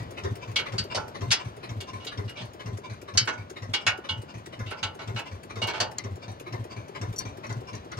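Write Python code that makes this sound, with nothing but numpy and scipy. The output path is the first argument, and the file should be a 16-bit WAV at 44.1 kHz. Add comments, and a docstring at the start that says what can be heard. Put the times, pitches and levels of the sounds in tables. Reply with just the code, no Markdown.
"""A diesel tractor idles very slowly, a few metres to the left, on open grass. In each cycle three strong gas
pulses and a faint one excite the silencer's low resonance as thumps. Impacts in the block make four rattling
knocks with lighter ones between, the injector ticks sharply as each cycle opens, and the valve gear ticks.
Close by, the steel top link of the hitch is turned by hand: impacts in its loose joints set its modes ringing
as clanks, and its pin clinks."""
import sys
import numpy as np
from scipy import signal
from scipy.fft import rfft, irfft
from scipy.io import wavfile
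from scipy.ndimage import uniform_filter1d

SR = 44100
rng = np.random.default_rng(int(sys.argv[2]) if len(sys.argv) > 2 else 0)


def waveform_to_disk(signal):
    """Save audio, clipped to [-1, 1], as 16-bit WAV at the path in sys.argv[1]."""
    frames = np.transpose(np.atleast_2d(signal))
    scaled = np.clip(frames, -1, 1) * 32767
    samples = np.round(scaled).astype(np.int16)
    wavfile.write(sys.argv[1], SR, samples)


N = 352344
TIME = np.arange(N) / SR
TAIL = TIME[:SR // 2]  # time since an impact


def undb(db):
    """Amplitude ratio of a level in decibels."""
    return 10 ** (np.asarray(db) / 20)


def unit(x):
    """Normalisation to rms 1."""
    return x / np.sqrt(np.mean(x ** 2))


def unit_onset(x, size=1024):
    """Normalisation to rms 1 over the onset."""
    return x / np.sqrt(np.mean(x[:, :size] ** 2))


def fade(t, t60):
    """Damping: exponential decay, 60 dB down after t60."""
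    return np.exp(-np.log(1000) * t / t60)


def add(out, start, x):
    """Superposition of x on out from a start time in seconds."""
    i = int(start * SR)
    a, b = max(i, 0), min(i + x.shape[-1], N)
    if b > a:
        out[..., a:b] += x[..., a - i:b - i]


def colour(x, hz, db, size=1024):
    """Minimum-phase filter through (frequency, level) points."""
    f = np.maximum(np.arange(size // 2 + 1) * SR / size, 1)
    cepstrum = irfft(np.log(undb(np.interp(np.log(f), np.log(hz), db))))
    cepstrum[1:size // 2] *= 2
    cepstrum[size // 2 + 1:] = 0
    response = irfft(np.exp(rfft(cepstrum)))
    return signal.fftconvolve(x, response[None], axes=-1)[:, :x.shape[-1]]


def resonate(x, hz, q):
    """Forced response of a single resonance."""
    return signal.lfilter(*signal.iirpeak(hz, q, SR), x)


# Limits of the body, middle, edge, sheen and top bands: (frequency [Hz])
BAND_EDGES = np.array([400, 1100, 2400, 4400, 7000, 12000])

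def shape_bands(x, band_db, bass_db, air_db):
    """Spectral envelope: five band levels for a white sound, with offsets at the two ends."""
    density_db = np.asarray(band_db) - 10 * np.log10(np.diff(BAND_EDGES) / (SR / 2))
    centres = np.sqrt(BAND_EDGES[1:] * BAND_EDGES[:-1])
    return colour(x, [150, *centres, 14000], [density_db[0] + bass_db, *density_db, density_db[-1] + air_db])


def grit(spread_db, scatter):
    """Contact noise: dense clicks of uneven size, partly scattered differently to each side."""
    noise = rng.standard_normal((3, len(TAIL))) * undb(spread_db * rng.standard_normal(len(TAIL)))
    return unit(noise[0] + scatter * noise[1:])


def ring(modes, vary_db, scatter):
    """Free vibration: a sum of damped modes, weighted anew for each blow and each side."""
    hz, db, t60 = np.transpose(modes)
    chance = rng.standard_normal((6, len(hz)))
    weight = undb(db + vary_db * chance[0]) * np.exp(2j * np.pi * chance[1])
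    sides = 1 + scatter * (chance[2:4] + 1j * chance[4:])
    partials = np.exp(2j * np.pi * hz[:, None] * TAIL) * fade(TAIL, t60[:, None])
    return ((weight * sides) @ partials).imag


# Modes of the pin's spring ring and of its shank: (frequency [Hz], level [dB], t60 [s])
SPRING_MODES = [(4441, -13, .2), (5798, 1, .07), (7192, -4, .055), (8215, -22, .12), (10933, -16, .08),
                (13991, -14, .05), (15407, -23, .05)]
SHANK_MODES = [(1700, -16, .04), (3219, -15, .06), (4156, -12, .05), (4603, -8, .04), (6200, -10, .03),
               (6562, -6, .022), (6950, 0, .012), (7120, 2, .016), (7350, -2, .012), (9588, -11, .022)]
# Taps of the pin: (time [s], level [dB], spring gain [dB], shank gain [dB])
CLINKS = [(5.984, -30.5, -15, -2), (7.161, -49.5, 6, -13), (7.181, -36, -2, -22), (7.187, -28.5, -2.5, -21),
          (7.466, -50, -1, -10), (7.526, -46.5, -7, -5), (7.751, -51, 2.5, -7), (7.918, -47.5, -4, -7)]

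def pin_clinks():
    """Impact excitation: the well-damped shank clicks and the lightly damped spring rings."""
    out = np.zeros((2, N))
    for start, db, spring_db, shank_db in CLINKS:
        shank = unit_onset(ring(SHANK_MODES, vary_db=2, scatter=.15))
        shank += .12 * unit_onset(grit(spread_db=1, scatter=.4) * fade(TAIL, .012))
        spring = unit_onset(ring(SPRING_MODES, vary_db=1, scatter=.1) * np.minimum(TAIL / .0015, 1))
        add(out, start, undb(db) * (undb(spring_db) * spring + undb(shank_db) * shank))
    return out


def frame_ring(chatter, low_t60=.38, middle_t60=.16, top_t60=.076):
    """Frequency-dependent damping: once chatter ends, the frame's dense modes lose their treble first."""
    noise = grit(spread_db=1, scatter=1.77)
    noise = colour(noise, np.geomspace(500, 14000, 110), 4 * rng.standard_normal(110))
    low, below_top = (signal.sosfiltfilt(signal.butter(2, hz, fs=SR, output="sos"), noise)
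                      for hz in (1300, 5500))
    middle, top = below_top - low, noise - below_top
    free = np.maximum(TAIL - chatter, 0)
    return low * fade(free, low_t60) + middle * fade(free, middle_t60) + top * fade(free, top_t60)


def joint_contacts(chatter, rate_hz=260, settle_s=.029, jolt=.15):
    """Stick-slip envelope: the joint hits, then slips and catches, and the energies add."""
    times = np.append(0, rng.uniform(0, chatter, int(rate_hz * chatter) + 1))
    age = TAIL - times[:, None]
    strength = np.append(1.5, rng.uniform(.21, 1, len(times) - 1))
    decays = (age >= 0) * np.exp(-np.abs(age) / settle_s)
    return np.sqrt(1 + jolt * strength @ decays)


# Colour common to all clanks, middle to top band: (gain [dB])
CLANK_COLOUR = [2.5, -1, -0.87, -6.5]

def clank_bands(db, pitch_hz, focus, thud_db):
    """Resonance curve: band levels form a hump around the contact's pitch, above the frame's thud."""
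    hz = np.sqrt(BAND_EDGES[2:] * BAND_EDGES[1:-1])
    hump_db = -10 * np.log10(1 + (focus * (hz / pitch_hz - pitch_hz / hz)) ** 2)
    return [thud_db, *(db + hump_db + CLANK_COLOUR)]


def balance_blow(blow, band_db, chatter):
    """Energy distribution: the onset of a blow is brought towards the given band levels."""
    size = int(max(chatter, .023) * SR)
    hz, gain_db = np.fft.rfftfreq(size, 1 / SR), np.array(band_db, float)
    for _ in range(2):
        onset = shape_bands(blow, gain_db, bass_db=-8, air_db=-22)[:, :size]
        power = 2 * np.mean(np.abs(rfft(onset) / size) ** 2, axis=0)
        band_power = np.histogram(hz, BAND_EDGES, weights=power)[0]
        gain_db = gain_db + band_db - 10 * np.log10(band_power)
    return shape_bands(blow, gain_db, bass_db=-15.5, air_db=-22)


# Modes of the link's tube and of its bracket: (frequency [Hz], level [dB], t60 [s])
TUBE_MODES = [(865, -14, .4), (935, -16, .35), (1070, -14, .18), (1227, -13, .22), (1348, -8, .27),
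              (1466, -11, .33), (1521, -5, .15), (2232, -1, .19), (2739, -7, .17), (2854, -3, .2),
              (2902, -10, .25), (3214, -12, .22), (3411, -9, .13), (3640, -9, .1), (3790, -10, .1),
              (4002, -4, .11), (4150, -8, .09), (4385, -7, .1), (4786, -15, .18), (5733, -15, .11),
              (7187, -18, .12), (8220, -13, .12)]
BRACKET_MODES = [(593, -17, .3), (1520, -14, .15), (1636, -16, .15), (2659, -12, .17), (3030, -8, .19),
                 (3150, -11, .15), (3500, -11, .11), (3890, -9, .15), (4310, -9, .12), (4385, -8, .15),
                 (4594, 0, .14), (5120, -10, .16), (5370, -12, .12), (5960, -12, .09), (6300, -7, .09),
                 (6460, -5, .1), (7230, -12, .08), (8190, -11, .1), (9232, -15, .1)]
# Impacts of the link: (time [s], chatter [s], level [dB], pitch [Hz], focus [Q], frame thud [dB])
CLANKS = [(.559, 0.012, -22, 3230, 2, -40.5), (.588, 0.013, -33, 2210, 1.25, -41),
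          (.781, 0.013, -19, 4570, 5.3, -53), (.947, 0.019, -29.5, 4440, 1.5, -31.5),
          (.972, .008, -36, 1410, 3.4, -34), (1.305, 0.015, -24.5, 3800, 3.1, -50),
          (1.314, 0.015, -19.5, 4690, 1.05, -36), (1.804, 0.012, -39.5, 3520, 2.4, -56),
          (2.0, 0.062, -48, 2910, 2.9, -52), (2.067, 0.016, -28.5, 3830, 5.5, -55),
          (2.279, 0.027, -41, 2800, 2.7, -67), (2.371, 0.044, -40, 3000, 3, -45),
          (3.174, 0.0073, -14.5, 4760, 2.27, -50), (3.274, 0.019, -30, 1820, 0.86, -32.5),
          (3.737, .012, -24, 3370, 1.44, -38), (3.866, 0.014, -20, 2600, 1.28, -33),
          (4.089, 0.019, -24, 2940, 5, -39), (4.662, 0.062, -39, 2800, 4.7, -58),
          (4.712, .011, -35, 2140, 2.6, -40.5), (4.829, 0.013, -27.5, 3030, 1.77, -38),
          (4.991, 0.016, -40.5, 2180, 2.1, -44), (5.161, 0.037, -29.5, 2580, 3.34, -40),
          (5.617, 0.024, -26, 2920, 2.6, -33.5), (5.675, 0.031, -32, 2480, 1.3, -34.5),
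          (5.735, 0.046, -30, 2400, 4.2, -38), (5.802, 0.0092, -25, 4500, 1.05, -29),
          (5.822, .01, -40.5, 1200, 2.1, -38)]

def link_clanks(middling_hz=3125, middling_q=2.15):
    """Modal ringing: the link drops across its slack and excites frame, tube, bracket and joint."""
    out = np.zeros((2, N))
    for start, chatter, db, hz, focus, thud_db in CLANKS:
        # Higher clanks favour the bracket over the tube and lie further left.
        octaves = np.log2(hz / middling_hz)
        tube_db, bracket_db = -3.5 - 15.5 * max(octaves, 0), -11.5 + 13 * octaves
        pan_db = -2.5 + 2 * octaves
        ring_db = 2.5 * np.log2(focus / middling_q)  # focused clanks ring more strongly
        tube = undb(tube_db) * unit_onset(ring(TUBE_MODES, vary_db=1.5, scatter=.67))
        bracket = undb(bracket_db) * unit_onset(ring(BRACKET_MODES, vary_db=-.5, scatter=.52))
        frame = unit_onset(frame_ring(chatter) * joint_contacts(chatter))
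        swell = 1 - np.exp(-4 * TAIL / chatter)
        blow = frame + undb(ring_db) * swell * (tube + bracket)
        ping = undb(-6 + 2 * ring_db) * resonate(blow, hz, q=11)
        clank = balance_blow(blow + ping, clank_bands(db, hz, focus, thud_db), chatter)
        add(out, start, clank * undb([[pan_db / 2], [-pan_db / 2]]))
    return out


# Drift of the idle: (time [s], lag [s], exhaust gain [dB], clatter gain [dB], valve gain [dB])
IDLE = [(-.25, -0.0043, -27.5, 2.5, 1.5), (.72, 0.0025, -30.5, 2, 2.5), (1.899, 0.0052, -31.5, 0, 2.5),
        (3.14, 0.00057, -32, -2, -0.5), (4.0, -0.0043, -34.5, -2, 6), (4.799, 0.0027, -31, -0.5, -4.5),
        (5.799, -.001, -32.5, -1, 8), (6.52, 0, -31, -0.5, -6.5), (7, 0.0051, -30.5, 1, 1.5),
        (7.97, -0.0036, -32.5, .5, -14)]

def engine_cycles(period_s=.48364, first_s=.2377):
    """Governor hunting modulates an even beat: rows of (start, exhaust, clatter and valve gains)."""
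    beat = first_s + period_s * np.arange(-1, N / SR / period_s)
    times, *controls = np.transpose(IDLE)
    lag, *levels = (np.interp(beat, times, control) for control in controls)
    return np.transpose([beat + lag, *levels])


# Spectrum of the engine's steady noise: (frequency [Hz], relative spectral density [dB])
CHURN = [(18, -25), (30, -14), (111, 4.5), (182, -4), (518, -7), (591, -5), (767, -11.5), (1080, -12.5),
         (1590, -19), (2020, -23), (3230, -25.5), (6210, -36.5), (8950, -47), (12300, -49), (15500, -52)]

def engine_churn(level_db=-46):
    """Broadband noise from fan, gears and gas flow fills the gaps between the strokes."""
    hz, db = np.transpose(CHURN)
    noise = colour(rng.standard_normal((3, N)), hz, db, size=4096)
    direct, scattered = noise[:1], colour(noise[1:], [120, 500, 3000], [-20, -4, -2])
    churn = signal.sosfilt(signal.butter(1, 90, "high", fs=SR, output="sos"), direct + scattered)
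    starts, _, clatter_db, _ = engine_cycles().T
    return unit(churn) * undb(level_db + np.interp(TIME, starts, clatter_db))


def iron_rattle(body_db, vary_db):
    """Source and filter: dense contacts excite the uneven resonances of cast iron, varying by stroke."""
    contacts = grit(spread_db=3, scatter=1)
    response_db = body_db + vary_db * rng.standard_normal(64)
    return unit(colour(contacts, np.geomspace(300, 15000, 64), response_db))


# Valve ticks of one cycle: (delay [s], relative treble level [dB], relative middle level [dB])
VALVES = [(.112, -37, -43.5), (.273, -48.5, -56.5), (.354, -40, -45)]

def valve_ticks(rise_s=.006, jitter_s=.0015, vary_db=3.5, seat_s=.013, seat_db=-7):
    """Periodic impacts: the valve gear snaps brightly, then a duller tap follows as the valve seats."""
    out = np.zeros((2, N))
    for delay, top_db, mid_db in VALVES:
        snaps, taps = np.zeros((2, 2, N))
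        for start, _, _, valve_db in engine_cycles():
            early_late, force = rng.standard_normal(2)
            onset = start + delay + jitter_s * early_late
            snap = undb(valve_db + vary_db * force) * iron_rattle(0, vary_db=4)
            add(snaps, onset, snap * np.minimum(TAIL / rise_s, 1) * fade(TAIL, .091))
            add(taps, onset + seat_s, grit(spread_db=2, scatter=.4) * fade(TAIL, .065))
        snap_db = [mid_db - 19, mid_db + 3, mid_db - 5, (mid_db + top_db) / 2 - 4.5, top_db - 7.5]
        tap_db = np.array([-4.5, 41.5, 26, 23, -17.5]) + mid_db + seat_db
        out += shape_bands(snaps, snap_db, bass_db=7, air_db=-9.5)
        out += colour(taps, [150, 370, 600, 1000, 2500], tap_db)
    return undb(-3) * out


# Knocks of one cycle, the first row being the injector's sharp tick: (delay [s], rise [s], t60 [s], leading
# resonance [Hz], relative levels of the body, middle, edge, sheen and top bands [dB])
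KNOCKS = [(-.002, 0.00076, 0.082, 6860, -58, -45.5, -48.5, -47.5, -59),
          (.004, 0.0081, 0.25, 2110, -40.5, -42, -55.5, -50.5, -60),
          (.173, 0.022, 0.12, 2720, -45, -41.5, -47.5, -52.5, -63),
          (.237, 0.0028, 0.27, 2070, -45.5, -44, -52.5, -48, -62),
          (.417, 0.013, 0.15, 1664, -42.5, -42.5, -43.5, -49.5, -60.5),
          (0.24, 0.045, 0.043, 6200, -55, -55, -60, -69.5, -87.5),
          (.066, 0.0062, 0.15, 6000, -53, -77, -52, -61, -68)]
# Resonances of the engine block: (frequency [Hz], bandwidth [Hz], gain [dB])
BLOCK_MODES = [(402, 135, 2), (430, 43, -13), (1028, 61, 9), (2060, 240, -13), (3710, 72, 5.5),
               (4310, 110, -1), (6040, 190, 2), (7700, 290, 0)]

def block_knocks(hold_s=.008, jitter_s=.001, vary_db=1.23):
    """Backlash: pistons and gears take up their slack in bursts of rattle that resonate in the block; the first
    row is instead the injector's sharp tick."""
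    out = 0
    for delay, rise, t60, hz, *band_db in KNOCKS:
        train, body_db = np.zeros((2, N)), 4 * rng.standard_normal(64)
        envelope = np.minimum(TAIL / rise, 1) * fade(np.maximum(TAIL - rise - hold_s, 0), t60)
        for start, _, clatter_db, _ in engine_cycles():
            early_late, force = rng.standard_normal(2)
            stroke = undb(clatter_db + vary_db * force) * envelope * iron_rattle(body_db, vary_db=4.5)
            add(train, start + delay + jitter_s * early_late, stroke)
        train += undb(-2.5) * resonate(train, hz, q=12)
        out += shape_bands(train, band_db, bass_db=-3.5, air_db=-10)
    block = sum(undb(db) * resonate(out, hz, hz / width) for hz, width, db in BLOCK_MODES)
    return undb(-4) * (out + block)


# Exhaust pulses of one cycle: (crest delay [s], pitch [Hz], swell [s], decay [s], relative level [dB])
THUMPS = [(.024, 104.4, 0.016, .016, 4), (0.086, 110.6, .013, 0.019, 3.5), (.262, 108, 0.015, 0.02, 0),
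          (.311, 93, 0.0086, 0.012, -10)]

def exhaust_thumps(glide=1.1, gas_hz=225, gas_db=-16.5, gust_lead_s=.01, roughness=.32):
    """Cavity resonance: each puff swells in the silencer and sags in pitch, a gust of gas on its front."""
    tone, gust = np.zeros((2, N))
    t = TAIL[:SR // 5] - .06  # time from the crest
    for start, exhaust_db, _, _ in engine_cycles():
        for delay, hz, swell, decay, db in THUMPS:
            detune, shift, stray_db = rng.standard_normal(3)
            phase = 2 * np.pi * (hz * (1 + .051 * detune) * (t - glide * t ** 2) + .18 * shift)
            envelope = np.where(t < 0, np.exp(-.5 * (t / swell) ** 2), 1 / np.cosh(t / decay * 1.5))
            envelope *= undb(exhaust_db + db + stray_db)
            onset = start + delay + t[0]
            add(tone, onset, envelope * np.sin(phase))
            add(gust, onset - gust_lead_s, envelope)
    flutter = unit(uniform_filter1d(rng.standard_normal(N), SR // 150))
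    gas_band = signal.butter(2, [gas_hz * .72, gas_hz * 1.17], "band", fs=SR)
    gas = unit(signal.lfilter(*gas_band, rng.standard_normal(N)))
    return np.tile(tone * (1 + roughness * flutter) + undb(gas_db) * gust * gas, (2, 1))


def place(x, lead_ms, pan_db):
    """Localisation: sound from the left reaches the left side earlier and louder."""
    right = np.interp(TIME - lead_ms / 1000, TIME, x[1])
    return np.array([x[0] * undb(pan_db / 2), right * undb(-pan_db / 2)])


def scene():
    """Superposition: the engine to the left, its exhaust nearer the middle, the hitch ahead."""
    exhaust = place(exhaust_thumps(), lead_ms=.34, pan_db=1.5)
    engine = place(block_knocks() + valve_ticks() + engine_churn(), lead_ms=.43, pan_db=3)
    link = place(link_clanks(), lead_ms=-.048, pan_db=1.5)
    pin = place(pin_clinks(), lead_ms=.034, pan_db=4.5)
    return exhaust + engine + link + pin


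def record(dry):
    """Band limiting removes the deepest bass and the highest treble."""
    thin = signal.sosfilt(signal.butter(3, 42, "high", fs=SR, output="sos"), dry)
    return signal.sosfilt(signal.ellip(8, .2, 70, 15600, fs=SR, output="sos"), thin)


dry = scene()
out = record(dry)
waveform_to_disk(out)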